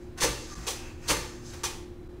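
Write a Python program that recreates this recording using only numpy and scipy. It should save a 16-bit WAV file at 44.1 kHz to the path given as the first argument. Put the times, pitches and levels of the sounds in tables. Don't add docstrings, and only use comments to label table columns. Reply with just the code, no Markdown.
import sys
import numpy as np
from scipy import signal
from scipy.fft import rfft, irfft, next_fast_len
from scipy.io import wavfile

SR = 44100
rng = np.random.default_rng(int(sys.argv[2]) if len(sys.argv) > 2 else 0)


def pcm_store(signal):
    levels = np.round(np.clip(np.atleast_2d(signal), -1, 1) * 32767)
    wavfile.write(sys.argv[1], SR, levels.astype(np.int16).T)


N = 97020
T = np.arange(N) / SR


def from_db(db):
    return 10 ** (np.asarray(db) / 20)


def unit_energy(x):
    return x / np.sqrt(np.sum(x ** 2) + 1e-20)


def unit_rms(x):
    return np.sqrt(len(x)) * unit_energy(x)


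def at_hz(points, hz):
    f, values = np.transpose(points)
    return np.interp(np.log(np.maximum(hz, 1)), np.log(f), values)


def decay(t, t60):
    return from_db(-60 * t / t60)


def colour(x, spectrum):
    size = next_fast_len(2 * N) // 2 * 2
    gain = from_db(at_hz(spectrum, np.fft.rfftfreq(size, 1 / SR)))
    cepstrum = irfft(np.log(gain))
    cepstrum[1:size // 2] *= 2
    cepstrum[size // 2 + 1:] = 0
    return irfft(rfft(x, size) * np.exp(rfft(cepstrum)))[:N]


def resonate(x, modes):
    out = x.copy()
    for hz, db, t60 in modes:
        radius = decay(1 / SR, t60)
        numerator = np.array([1, 0, -1]) * (1 - radius ** 2) / 2
        denominator = [1, -2 * radius * np.cos(2 * np.pi * hz / SR), radius ** 2]
        out += from_db(db) * signal.lfilter(numerator, denominator, x + 1e-18)
    return out


# f/Hz, relative level/dB
RUMBLE_SPECTRUM = [(12, -16), (20, 5), (37, -3.5), (74, -0.5), (207, -13), (232, -14), (324, -11),
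                   (352, -5.5), (382, -14), (534, -24), (811, -24), (881, -27), (958, -27.5), (4070, -42),
                   (15500, -54)]
def room_rumble(level_db=-44):
    hz = np.fft.rfftfreq(N, 1 / SR)
    gain = from_db(at_hz(RUMBLE_SPECTRUM, hz)) * (hz > 12)
    return from_db(level_db) * unit_rms(irfft(rfft(rng.standard_normal(N)) * gain, N))


# f/Hz, rms level/dB
HUM_PARTIALS = [(119, -59), (240.5, -56.5), (316, -58.5), (355.3, -50), (533, -66), (3967, -78.5)]
def appliance_hum(waver_db=1.6):
    out = np.zeros(N)
    for hz, db in HUM_PARTIALS:
        waver = np.interp(T, np.linspace(0, T[-1], 16), rng.standard_normal(16))
        amplitude = np.sqrt(2) * from_db(db + waver_db * waver)
        out += amplitude * np.sin(2 * np.pi * (hz * T + rng.random()))
    return out


BUILD_UP_S = 0.0042
# f/Hz, T60/s
KITCHEN_T60 = [(150, 0.35), (500, 0.55), (1400, 0.56), (3700, 0.53), (6500, 0.42), (10000, 0.43),
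               (15000, 0.43)]
def kitchen_response(direct_db=-14.5, early_db=-4.5, tail_db=-2.5):
    size = SR * 3 // 4
    t, hz = T[:size], np.fft.rfftfreq(size, 1 / SR)
    white = rfft(rng.standard_normal(size))
    edges_hz = np.geomspace(100, SR / 2, 13)
    tail = np.zeros(size)
    for low, high in zip(edges_hz, edges_hz[1:]):
        band = irfft(white * (hz >= low) * (hz < high), size)
        tail += band * decay(t, at_hz(KITCHEN_T60, np.sqrt(low * high)))
    early = rng.standard_normal(size) * decay(t, t60=0.13)
    build_up = 1 - np.exp(-t / BUILD_UP_S)
    return (from_db(direct_db) * (t == 0)
            + from_db(early_db) * unit_energy(early * build_up)
            + from_db(tail_db) * unit_energy(tail * build_up))


def in_kitchen(x):
    return signal.fftconvolve(x, kitchen_response())[:N]


# t/s, relative level/dB
THUMPS = [(0.233, 5.5), (.290, 5), (0.58, 2.5), (1.103, 6.5), (1.176, 1.5)]
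# f/Hz, level/dB, T60/s
COUNTER_MODES = [(54.9, -38, 0.38), (121.7, -46.5, 0.56), (170, -40.5, 0.17)]
def counter_thumps():
    out = np.zeros(N)
    for start, blow_db in THUMPS:
        age = np.maximum(T - start, 0)
        for hz, mode_db, t60 in COUNTER_MODES:
            out += from_db(blow_db + mode_db) * decay(age, t60) * np.sin(2 * np.pi * hz * age)
    return out


# f/Hz, relative level/dB
RUB_SPECTRUM = [(400, -5), (850, 0), (1300, -3), (1800, -0.5), (2700, -8.5), (3600, -17), (8000, -24)]
def friction(modes, spectrum=RUB_SPECTRUM, catches_per_s=2500, spread_db=2):
    sizes = from_db(spread_db * np.minimum(rng.exponential(1, N), 4))
    signs = rng.choice([-1, 1], N)
    catches = sizes * signs * (rng.random(N) < catches_per_s / SR)
    return unit_rms(resonate(colour(catches, spectrum), modes))


# t/s, level/dB
SPRING_ENVELOPE = [(.68, -100), (.80, -58), (.88, -51.5), (.97, -64.5), (1.05, -57), (1.17, -100)]
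def spring_scrape(hz=2640, resonance_db=20, t60=0.012):
    envelope = from_db(np.interp(T, *np.transpose(SPRING_ENVELOPE)))
    return envelope * friction([(hz, resonance_db, t60)])


# t/s, level/dB
SQUEAKS = [(0.515, -42.5), (1.544, -51)]
# f/Hz, gain/dB, T60/s
SQUEAK_MODES = [(1197, 27, 0.033), (1430, 12, 0.016)]
def guide_squeaks(half_width_s=0.012):
    swells = sum(from_db(db) * np.exp(-((T - peak) / half_width_s) ** 2) for peak, db in SQUEAKS)
    return in_kitchen(swells * friction(SQUEAK_MODES))


# t/s, hiss level/dB, rub level/dB
SLIDE_ENVELOPES = [(0, -63, -61.5), (0.154, -85, -75), (0.178, -45, -38), (.25, -45, -45.5),
                   (.40, -48, -70), (.47, -50.5, -50.5), (.52, -46, -60), (.56, -53.5, -55),
                   (.59, -49.5, -50.5), (.66, -51, -49.5), (.76, -59, -54.5), (.87, -54.5, -54.5),
                   (.95, -68.5, -66), (1.005, -61, -58), (1.025, -53.5, -52), (1.05, -53, -46),
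                   (1.12, -42, -57), (1.41, -61.5, -58.5), (1.46, -46.5, -57.5), (1.51, -51, -52.5),
                   (1.54, -50.5, -51.5), (1.62, -61, -55), (1.65, -85, -79), (1.85, -100, -91)]
# f/Hz, relative level/dB
HISS_SPECTRUM = [(1000, -39), (3000, -6.5), (4600, 1), (7200, -3), (9000, -9), (12000, -16.5), (15500, -39)]
# f/Hz, gain/dB, T60/s
GUIDE_MODES = [(1154, -6, 0.091), (2580, -0.5, 0.037), (6300, 9, 0.042), (6880, 4.5, 0.035),
               (7400, 5, 0.046), (14630, 6, .06)]
def carriage_slide():
    times, hiss_db, rub_db = np.transpose(SLIDE_ENVELOPES)
    hiss = from_db(np.interp(T, times, hiss_db)) * friction(GUIDE_MODES, HISS_SPECTRUM)
    rub = from_db(np.interp(T, times, rub_db)) * friction(GUIDE_MODES, RUB_SPECTRUM)
    return in_kitchen(hiss) + in_kitchen(rub)


def chatter(t, tick_probability=0.15):
    ticks = rng.standard_normal(len(t)) * (rng.random(len(t)) < tick_probability)
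    build_up = 1 - np.exp(-t / BUILD_UP_S)
    return unit_energy(ticks * build_up * decay(t, t60=0.082))


# f/Hz, gain/dB
METAL_RESPONSE = [(900, -33.5), (2200, -4.5), (3200, -3), (5000, -5), (6200, -3.5), (7600, -5.5),
                  (9800, -10), (12000, -15), (15500, -30)]
SHELL_RESPONSE = [(500, -36), (700, -10), (850, 1.5), (1200, -2), (1450, -3), (2100, 0), (3000, -6),
                  (6000, -24.5)]
BASE_RESPONSE = [(90, 1), (160, 0), (215, -13), (290, 2), (400, 5), (510, 8), (660, -11.5), (1200, -20.5)]
def clacks(contacts, modes, chatter_db=-4.5):
    drives = np.zeros((3, N))
    for time, *part_db in contacts:
        start = int(time * SR)
        tick = kitchen_response()
        blow = (tick + from_db(chatter_db) * chatter(T[:len(tick)]))[:N - start]
        drives[:, start:start + len(blow)] += from_db(part_db)[:, None] * blow
    responses = (METAL_RESPONSE, SHELL_RESPONSE, BASE_RESPONSE)
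    body = sum(colour(drive, response) for drive, response in zip(drives, responses))
    return resonate(body, modes)


# t/s, metal level/dB, shell level/dB, base level/dB
PRESS_CONTACTS = [(.177, -7, -17, -26), (.203, 2, -23, -17), (.209, 7.5, -15, -1), (.218, 6.5, 11, -2.5),
                  (.228, 12, 7, 7.5), (.238, 2, 5.5, 9.5), (1.074, -6, -27, -16.5), (1.082, 8.5, 1.5, -7.5),
                  (1.090, 8, 11, 6.5), (1.101, 10, 11, 1.5), (1.112, -1.5, 5.5, 8)]
# t/s, metal level/dB, shell level/dB, base level/dB
RETURN_CONTACTS = [(.580, -24, -15, -21), (.668, 5, -1, 0.5), (.677, 5.5, 0, -2), (.700, 0.5, -5, -4.5),
                   (1.532, -13.5, -12, -14), (1.635, 6.5, 6, -0.5), (1.649, 3.5, -3, -5)]
# f/Hz, gain/dB, T60/s
BOTTOM_STOP_MODES = [(293, 2, 0.05), (450, 1.5, 0.27), (497, 1.5, 0.089), (575, 4, 0.084),
                     (882, 1.5, 0.095), (1182, 4, 0.053), (1765, 0, 0.062), (2094, -0.5, 0.18),
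                     (2724, 6, .15), (4355, 5, 0.041), (6140, 4.5, 0.024), (9130, -2, 0.012),
                     (14400, -10, 0.035)]
TOP_STOP_MODES = [(781, 8, 0.076), (882, 3.5, 0.14), (1158, 3.5, 0.042), (2470, 5, 0.3), (3120, -2.5, 0.13),
                  (3320, -4, 0.083), (6010, 2, 0.014), (7300, -19, .03), (14660, 11, .1),
                  (14770, 13, 0.089)]
def lever_clacks():
    return clacks(PRESS_CONTACTS, BOTTOM_STOP_MODES) + clacks(RETURN_CONTACTS, TOP_STOP_MODES)


def scene():
    toaster = lever_clacks() + carriage_slide() + spring_scrape() + guide_squeaks()
    return (toaster + counter_thumps() + room_rumble() + appliance_hum())[None]


# t/s, gain/dB
LEVEL_DIPS = [(0.549, -18), (2.084, -16)]
def record(dry):
    half_width_s, cutoff_hz = 0.003, 15700
    dips_db = sum(db * np.exp(-((T - centre) / half_width_s) ** 2) for centre, db in LEVEL_DIPS)
    low_pass = signal.ellip(12, 0.1, 80, cutoff_hz, fs=SR, output="sos")
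    return signal.sosfilt(low_pass, dry * from_db(dips_db))


dry = scene()
out = record(dry)
pcm_store(out)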